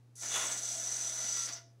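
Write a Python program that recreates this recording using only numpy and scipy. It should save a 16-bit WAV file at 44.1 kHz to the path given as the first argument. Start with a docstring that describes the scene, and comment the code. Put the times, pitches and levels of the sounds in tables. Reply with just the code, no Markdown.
"""In a small room with mains hum, a small hobby servo starts with a tiny kick and hissing brushes.
It pushes a row of packets along a wooden dispenser: gear teeth chatter and squeal in the ringing case
over a faint whine, and the chute grinds as the load is taken up, then rubs and drones on quietly.
Late on, the front packet scrapes over the lip, the motor winds down with a falling squeak and a wrapper
rustles. Clicks and noise pass through filters and resonances; sine waves make the whine, drone and squeals."""
import sys
import numpy as np
from scipy import signal
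from scipy.fft import rfft, irfft
from scipy.io import wavfile
from scipy.ndimage import uniform_filter1d

SR = 44100
rng = np.random.default_rng(int(sys.argv[2]) if len(sys.argv) > 2 else 0)


def inscribe(sig):
    """Save sig as 16-bit PCM at rate SR to the path in sys.argv[1].

    A 1-D sig is mono; a 2-D sig holds one channel per row.
    Samples are clipped to [-1, 1] before scaling.
    """
    pcm = np.round(np.clip(np.atleast_2d(sig).T, -1, 1) * 32767)
    wavfile.write(sys.argv[1], SR, pcm.astype(np.int16))


N = 79380
T = np.arange(N) / SR  # time in seconds

# How the gear teeth mesh: [t/s, tooth rate f/Hz, whine level/dB, wobble as a share of the rate]
GEAR_MESH = [(.165, 690, -85, .01), (.19, 694, -64, .015), (.56, 700, -59, .025), (.61, 705, -68, .025),
             (.66, 705, -61, .02), (.77, 705, -61, .02), (.81, 705, -69, .024), (.9, 705, -63, .023),
             (.97, 705, -61, .02), (1.02, 703, -68, .02), (1.055, 700, -57, .014),
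             (1.105, 697, -55.5, .014), (1.145, 700, -66, .03), (1.18, 708, -56.5, .025),
             (1.3, 691, -56, .012), (1.39, 682, -50, .005), (1.435, 680, -51.5, .005),
             (1.465, 680, -60, .012), (1.59, 701, -62, .015), (1.615, 680, -80, .016)]
# Squeal of the teeth: [t/s, pitch f/Hz, level/dB relative to the chatter]
TOOTH_SQUEAL = [(.2, 6005, -29), (.37, 6300, -19), (.55, 6083, -14), (.7, 5997, -10.5), (1.05, 5973, -5.5),
                (1.35, 5983, -1), (1.47, 6020, -7.5), (1.58, 5880, -6.5)]


def undb(db):
    """Turn decibels into a gain."""
    return 10 ** (np.asarray(db) / 20)


def unit(x):
    """Scale a sound to an rms (average strength) of 1."""
    return x / np.sqrt(np.mean(x ** 2))


def curve(rows, axis=1):
    """Join one column of a table by straight lines in time."""
    rows = np.array(rows)
    return np.interp(T, rows[:, 0], rows[:, axis])


def envelope(rows, axis=1):
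    """Turn a level curve into a gain that is silent before its first and after its last time."""
    return undb(curve(rows, axis=axis)) * (T > rows[0][0]) * (T < rows[-1][0])


def walk(rate):
    """Wander smoothly at random with spread 1, taking a new value about `rate` times a second."""
    hold = max(int(SR / rate), 2)
    steps = rng.standard_normal(N)[np.arange(N) // hold]
    return unit(uniform_filter1d(steps, hold))


def colour(x, points):
    """Filter a sound through [f/Hz, level/dB] points, never responding before its input."""
    hz, db = np.array(points).T
    size = 2048
    f = np.maximum(np.arange(size // 2 + 1) * SR / size, 1)
    log_gain = np.log(undb(np.interp(np.log(f), np.log(hz), db)))
    # Folding the cepstrum gives the minimum-phase filter with this gain
    cepstrum = irfft(log_gain)
    cepstrum[1:size // 2] *= 2
    cepstrum[size // 2 + 1:] = 0
    response = irfft(np.exp(rfft(cepstrum)))
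    return signal.fftconvolve(x, response)[:N]


def ring(x, modes):
    """Drive damped resonances [f/Hz, width/Hz, level/dB]; a wider one dies away sooner."""
    t = T[:N // 10]
    response = 0
    for hz, width, db in modes:
        decay = np.exp(-np.pi * width * t)
        response = response + undb(db) * width * decay * np.cos(2 * np.pi * hz * t)
    return signal.fftconvolve(x, response)[:N]


def impacts(rate, jitter, scatter_db):
    """Make clicks at a rate in Hz, each a little early or late and of its own strength and sign."""
    at = np.flatnonzero(np.diff(np.floor(np.cumsum(rate + 0 * T) / SR)))
    late, size, sign = rng.standard_normal((N // 10, 3))[:len(at)].T
    mean_gap = N / len(at)  # in samples; jitter is a share of this
    where = np.clip(at + jitter * late * mean_gap, 0, N - 1).astype(int)
    strength = undb(scatter_db * np.clip(size, -2, 1)) * np.sign(sign)
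    return unit(np.bincount(where, strength, N))


def scuff(clicks, length_s, share):
    """Let each click drag a short, fading burst of friction noise behind it."""
    power = signal.lfilter([1], [1, -np.exp(-1 / (SR * length_s))], clicks ** 2)
    friction = unit(np.sqrt(power) * rng.standard_normal(N))
    return unit(clicks + share * friction)


def background():
    """Hum of the mains and appliances as steady sine waves, with still room air as filtered noise."""
    # Hum tones: [f/Hz, rms level/dB]
    hum_tones = [(80, -83.5), (120, -59.5), (240, -84), (360, -87.5)]
    # Colour of the room air: [f/Hz, level/dB]
    air_colour = [(25, -28), (55, -47.5), (85, -6.5), (160, 4.5), (320, 8.5), (500, 2.5), (1000, -5.5),
                  (3000, -14), (6500, -14.5), (10000, -19.5), (15500, -22)]
    air_db = -71.5
    hum = 0
    for hz, db in hum_tones:
        hum = hum + np.sqrt(2) * undb(db) * np.sin(2 * np.pi * (hz * T + rng.random()))
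    air = unit(colour(rng.standard_normal(N), air_colour))
    return hum + undb(air_db) * air


def rustle():
    """The freed wrapper rustles briefly as crinkle clicks pass twice through its resonances."""
    # Rustle over time: [t/s, level/dB]
    rustle_level = [(1.5, -62), (1.57, -50.5), (1.62, -71), (1.66, -69.5), (1.72, -80)]
    # Resonances of the wrapper: [f/Hz, width/Hz, level/dB]
    foil_modes = [(5370, 570, 8), (5970, 400, 0.5)]
    crinkles = impacts(2500, jitter=.5, scatter_db=2)
    return unit(ring(ring(crinkles, foil_modes), foil_modes)) * envelope(rustle_level)


def winding_down(wobble=0.0266):
    """A short, unsteady tone falls in pitch as the servo motor winds down."""
    # Falling squeak: [t/s, pitch f/Hz, level/dB]
    falling_squeak = [(1.462, 2000, -68), (1.478, 1880, -56), (1.492, 1520, -57), (1.506, 1180, -53),
                      (1.525, 1100, -66)]
    hz = curve(falling_squeak) * (1 + wobble * walk(400))
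    return np.sin(2 * np.pi * np.cumsum(hz) / SR) * envelope(falling_squeak, axis=2)


def creak():
    """Quick, irregular slips ring the push rod, most strongly under load."""
    # Creak over time: [t/s, level/dB]
    creak_level = [(.29, -66), (.325, -44.5), (.357, -39.5), (.385, -63), (.435, -47), (.46, -75),
                   (.6, -59), (.68, -55), (.95, -68), (1.08, -52.5), (1.15, -60), (1.45, -56)]
    # Resonances of the push rod: [f/Hz, width/Hz, level/dB]
    rod_modes = [(3450, 110, 0), (3580, 110, -1.5), (3900, 140, -8)]
    slips = impacts(700, jitter=.5, scatter_db=3)
    return unit(ring(slips, rod_modes)) * envelope(creak_level)


def drone(rough_db=4):
    """Once the load is moving, the wood drones around the mesh rate with a widely wavering pitch."""
    # Drone over time: [t/s, level/dB]
    drone_level = [(.6, -60), (.69, -65), (.745, -55), (.85, -60), (.99, -70), (1.07, -58), (1.17, -64.5),
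                   (1.25, -60), (1.32, -65.5), (1.39, -88)]
    wobble_share, wobble_hz = .11, 190
    hz = curve(GEAR_MESH) * (1 + wobble_share * np.tanh(walk(wobble_hz)))
    tone = np.sin(2 * np.pi * np.cumsum(hz) / SR)
    roughness = undb(rough_db * np.tanh(walk(110)))
    return unit(tone * roughness) * envelope(drone_level)


def whine(rough_db=3.5):
    """The turning gears whine in several unsteady tones that follow the tooth rate in fixed ratios."""
    # Whine tones: [ratio to the tooth rate, level/dB]
    whine_tones = [(1.44, -11), (2, 5.5), (2.86, 1.5), (5.1, -3)]
    hz = curve(GEAR_MESH) * (1 + curve(GEAR_MESH, axis=3) * walk(120))
    phase = 2 * np.pi * np.cumsum(hz) / SR
    tones = 0
    for ratio, db in whine_tones:
        tones = tones + undb(db + rough_db * np.tanh(walk(160))) * np.sin(ratio * phase)
    return unit(tones) * envelope(GEAR_MESH, axis=2)


def tipping():
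    """The front packet's wrapper scrapes over the lip of the chute in many small slips."""
    # Scrape over time: [t/s, level/dB]
    scrape_level = [(1.2, -47.5), (1.33, -46), (1.385, -43.5), (1.43, -44), (1.47, -46), (1.495, -41.5),
                    (1.52, -52), (1.58, -53), (1.63, -96)]
    # Colour of the scrape: [f/Hz, level/dB]
    wrapper_colour = [(300, -31), (2500, -7), (4000, -4), (4700, 5), (5500, 3.5), (6500, 7), (7500, -9),
                      (10000, -34), (15000, -32)]
    slips = scuff(impacts(700, jitter=0.32, scatter_db=2), length_s=0.0013, share=1.2)
    return unit(colour(slips, wrapper_colour)) * envelope(scrape_level)


def brushes():
    """The motor starts with a kick; its sparking brushes hiss until it coasts to rest."""
    # Colour of the brush hiss: [f/Hz, level/dB]
    brush_colour = [(800, -44), (3500, -18), (4600, -9.5), (5400, -4.5), (6000, 3), (7500, -1.5),
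                    (9500, -2.5), (11000, -2.5), (12000, -10), (15500, -21)]
    on_s, off_s, coast_s = .1545, 1.476, 0.035
    start_share, spin_up_s = .6, .03
    brush_db, kick_db, kick_s = -52, -66, 0.00084
    running = undb(brush_db) * np.exp(-np.maximum(T - off_s, 0) / coast_s)
    running = running * np.clip(start_share + (1 - start_share) * (T - on_s) / spin_up_s, 0, 1)
    kick = undb(kick_db) * np.exp(-np.abs(T - on_s) / kick_s)
    sparks = scuff(impacts(1400, jitter=0.17, scatter_db=9.5), length_s=.0005, share=0.27)
    return unit(colour(sparks, brush_colour)) * (running + kick) * (T > on_s)


def packets():
    """Packets rub along the resonant chute and knock at its end; a faint wavering tone rings on."""
    # Rubbing over time: [t/s, level/dB]
    rub_level = [(.16, -76), (.21, -67), (.232, -46.5), (.26, -49), (.3, -53), (.5, -44.5), (.62, -53),
                 (.74, -53.5), (.9, -51.5), (1.1, -53), (1.27, -50.5), (1.45, -55.5), (1.495, -47),
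                 (1.52, -55), (1.58, -58), (1.63, -74)]
    # Colour of the wooden chute: [f/Hz, level/dB]
    chute_colour = [(50, -23), (130, -12), (200, -1), (280, -0.5), (420, -2), (700, 4), (1100, 0),
                    (2000, -1.5), (3500, -3.5), (6000, -12.5), (15000, -14.5)]
    # Resonances of the chute walls: [f/Hz, width/Hz, level/dB]
    wall_modes = [(424, 9.7, 2), (598, 48, -2.5), (715, 25, -7), (978, 15, -17), (1400, 92, 3.5),
                  (1702, 84, 1.5), (1960, 14, 5.5), (2164, 32, 0.5), (2835, 54, -3), (3420, 103, 0),
                  (3820, 56, -6)]
    # Knocks against the chute: [t/s, level/dB]
    knock_times = [(.366, -41), (1.372, -36), (1.398, -41), (1.488, -42.5), (1.497, -44)]
    # Colour of a knock: [f/Hz, level/dB]
    knock_colour = [(50, -40), (200, -6), (700, -5), (1400, 0), (2500, -4), (4000, 0), (6000, -5),
                    (14000, -24)]
    chute_db, walls_db, knock_s = -3.5, -7.5, .0018
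    ring_at_s, ring_hz, ring_t60_s, ring_db, ring_wobble = 1.51, 680, .62, -55.5, .01

    slips = scuff(impacts(430, jitter=.6, scatter_db=2.0), length_s=0.0052, share=1.3)
    wood = undb(chute_db) * unit(colour(slips, chute_colour))
    walls = undb(walls_db) * unit(ring(slips, wall_modes))
    rub = (wood + walls) * envelope(rub_level)

    blows = 0
    for start_s, db in knock_times:
        blows = blows + undb(db) * (T >= start_s) * np.exp(-np.abs(T - start_s) / knock_s)
    knocks = blows * unit(colour(rng.standard_normal(N), knock_colour))

    age = np.maximum(T - ring_at_s, 0)
    fade = (T > ring_at_s) * np.exp(-np.log(1000) * age / ring_t60_s)  # 60 dB down after T60
    hz = ring_hz * (1 + ring_wobble * walk(150))
    tone = undb(ring_db) * fade * np.sin(2 * np.pi * np.cumsum(hz) / SR)
    return rub + knocks + tone


def grinding(frame_db=-2, broad_db=-5):
    """As the load is taken up, surfaces stick and slip and shake the frame in a gritty shudder."""
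    # Grinding over time: [t/s, level/dB]
    strain_level = [(.27, -56.5), (.315, -44), (.345, -38.5), (.368, -34), (.385, -38.5), (.435, -38.5),
                    (.455, -43.5), (.52, -68), (.62, -81)]
    # Resonances of the loaded frame: [f/Hz, width/Hz, level/dB]
    frame_modes = [(458, 380, -6.5), (778, 46, -2), (1092, 100, 0.5), (1350, 170, -3), (1710, 62, -4.5),
                   (1970, 190, -4.5), (2670, 72, -2), (2780, 100, 1), (3384, 78, 10.5), (6460, 190, 6.5),
                   (6820, 180, 8.5), (7390, 140, -2.5)]
    # Broad colour of the grinding: [f/Hz, level/dB]
    grind_colour = [(40, -58), (100, -69), (200, -4.5), (400, 5.5), (1400, 5), (3500, 3.5), (5000, -20),
                    (7000, -2.5), (10500, -4), (12000, -16), (15500, -25.5)]
    shudder_hz, shudder_db = 260, 2.2
    slips = scuff(impacts(600, jitter=0.27, scatter_db=1.0), length_s=0.00035, share=0.91)
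    slips = slips * undb(shudder_db * np.tanh(walk(shudder_hz)))
    frame = undb(frame_db) * unit(ring(slips, frame_modes))
    grit = undb(broad_db) * unit(colour(slips, grind_colour))
    return (frame + grit) * envelope(strain_level)


def overtone(wobble_hz=110, chatter_db=4):
    """A second, thinner squeal of the case comes and goes above the first."""
    # Higher squeal over time: [t/s, level/dB]
    overtone_level = [(.2, -62), (.4, -62), (.47, -46), (.525, -43), (.61, -52), (.68, -50), (.8, -48.5),
                      (.95, -54), (1.08, -50.5), (1.22, -55), (1.29, -49), (1.46, -49), (1.5, -63)]
    hz = 7940 + wobble_hz * walk(600)
    tone = np.sin(2 * np.pi * np.cumsum(hz) / SR)
    chatter = undb(chatter_db * np.tanh(walk(400)))
    return unit(tone * chatter) * envelope(overtone_level)


def squeal(wobble_hz=110, chatter_db=4):
    """Dry teeth set the case's main resonance singing in quick, uneven spurts, higher under load."""
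    hz = curve(TOOTH_SQUEAL) + wobble_hz * walk(450)
    tone = np.sin(2 * np.pi * np.cumsum(hz) / SR)
    chatter = undb(chatter_db * np.tanh(walk(550)))
    return unit(tone * chatter)


def gears(catch_rattle=0.031):
    """Tooth impacts ring the case, flutter with the backlash and now and then catch and squeak."""
    # Gear chatter over time: [t/s, level/dB]
    drive_level = [(.153, -70), (.156, -56), (.205, -45.5), (.215, -37.5), (.3, -36), (.37, -34),
                   (.48, -34.5), (.495, -40), (.52, -32.5), (.56, -42), (.585, -31.5), (.61, -44),
                   (.635, -35), (.8, -37), (1.03, -36), (1.1, -35.5), (1.115, -39), (1.19, -38),
                   (1.33, -36.5), (1.47, -37.5), (1.505, -52.5), (1.53, -38.5), (1.575, -57.5), (1.62, -94)]
    # Teeth that catch and squeak: [t/s, level/dB]
    catch_times = [(.396, -33), (.52, -35), (.535, -39), (.636, -39), (.693, -37), (.724, -37), (.801, -31),
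                   (.822, -37), (.872, -33), (.877, -32), (.892, -38), (.925, -31), (.971, -38), (1.0, -34),
                   (1.016, -39), (1.037, -33), (1.049, -38), (1.073, -36), (1.098, -33), (1.13, -37),
                   (1.164, -39), (1.24, -35), (1.293, -32), (1.339, -36), (1.367, -36), (1.439, -35),
                   (1.465, -37)]
    # Resonances of the servo case: [f/Hz, width/Hz, level/dB]
    case_modes = [(5977, 103, 7.5), (6302, 220, 3), (9080, 140, -35)]
    # Broad colour of a tooth click: [f/Hz, level/dB]
    click_colour = [(300, -26), (2000, -22), (3000, -17.5), (3700, -4), (5200, -0.5), (6000, 5),
                    (7400, 8.5), (8150, 7.5), (8600, -4), (9500, 4), (10100, -34), (11000, -9.5),
                    (11800, -31.5), (15500, -24.5)]
    case_db, click_db, catch_s = -6.5, -9, .0032
    flutter_hz, flutter_db = 71, 1

    # jitter is a share of the gap between teeth
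    clatter = impacts(curve(GEAR_MESH), jitter=.2, scatter_db=-0.5)
    teeth = scuff(clatter, length_s=0.00055, share=0.81)
    flutter = unit(undb(flutter_db * np.clip(walk(flutter_hz), -2, 1)))
    drive = envelope(drive_level) * flutter
    catches = 0
    for middle_s, db in catch_times:
        catches = catches + undb(db) * np.exp(-((T - middle_s) / catch_s) ** 2)
    force = teeth * (drive + catch_rattle * catches)

    # Dividing by the steady teeth's strength keeps the rise and fall of the force
    case = ring(force, case_modes) / np.std(ring(teeth, case_modes))
    clicks = colour(force, click_colour) / np.std(colour(teeth, click_colour))
    singing = squeal() * (undb(curve(TOOTH_SQUEAL, axis=2)) * drive + catches / 2)
    return undb(case_db) * case + undb(click_db) * clicks + singing


def room(x):
    """Add the diffuse reflections of a small furnished room, duller than the direct sound."""
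    t60_s, room_db, top_hz = 0.3, -6.5, 6440
    tail = rng.standard_normal(N) * np.exp(-np.log(1000) * T / t60_s) * (T > .003)
    tail = tail / np.sqrt(np.sum(tail ** 2))
    dulling = signal.butter(2, min(top_hz, SR / 2 - 1), fs=SR, output="sos")
    tail = signal.sosfilt(dulling, tail)
    return x + undb(room_db) * signal.fftconvolve(x, tail)[:N]


def scene():
    """The dispenser at work in the room; its small parts radiate no deep bass."""
    load = rustle() + creak() + drone() + tipping() + packets() + grinding()
    servo = winding_down() + whine() + brushes() + overtone() + gears()
    bass_cut = signal.butter(4, 85, "high", fs=SR, output="sos")  # Hz
    machine = signal.sosfilt(bass_cut, load + servo)
    return (room(machine) + background())[None]


def record(dry):
    """The microphone dulls the highest treble and the recorder cuts the top."""
    # Microphone colour: [f/Hz, level/dB]
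    mic_colour = [(1000, -1), (5000, -0.5), (5300, -2.5), (5800, -.5), (7500, -2), (8100, -1), (8600, -2.5),
                  (9500, 0), (10100, -0.5), (10600, 0), (11100, -.5), (11800, -6.5), (12400, -2.5),
                  (15500, -5.5)]
    heard = colour(dry[0], mic_colour)[None]
    top_cut = signal.ellip(12, .1, 80, 15720, fs=SR, output="sos")  # ripple dB, depth dB, edge Hz
    return signal.sosfilt(top_cut, heard)


dry = scene()
out = record(dry)
inscribe(out)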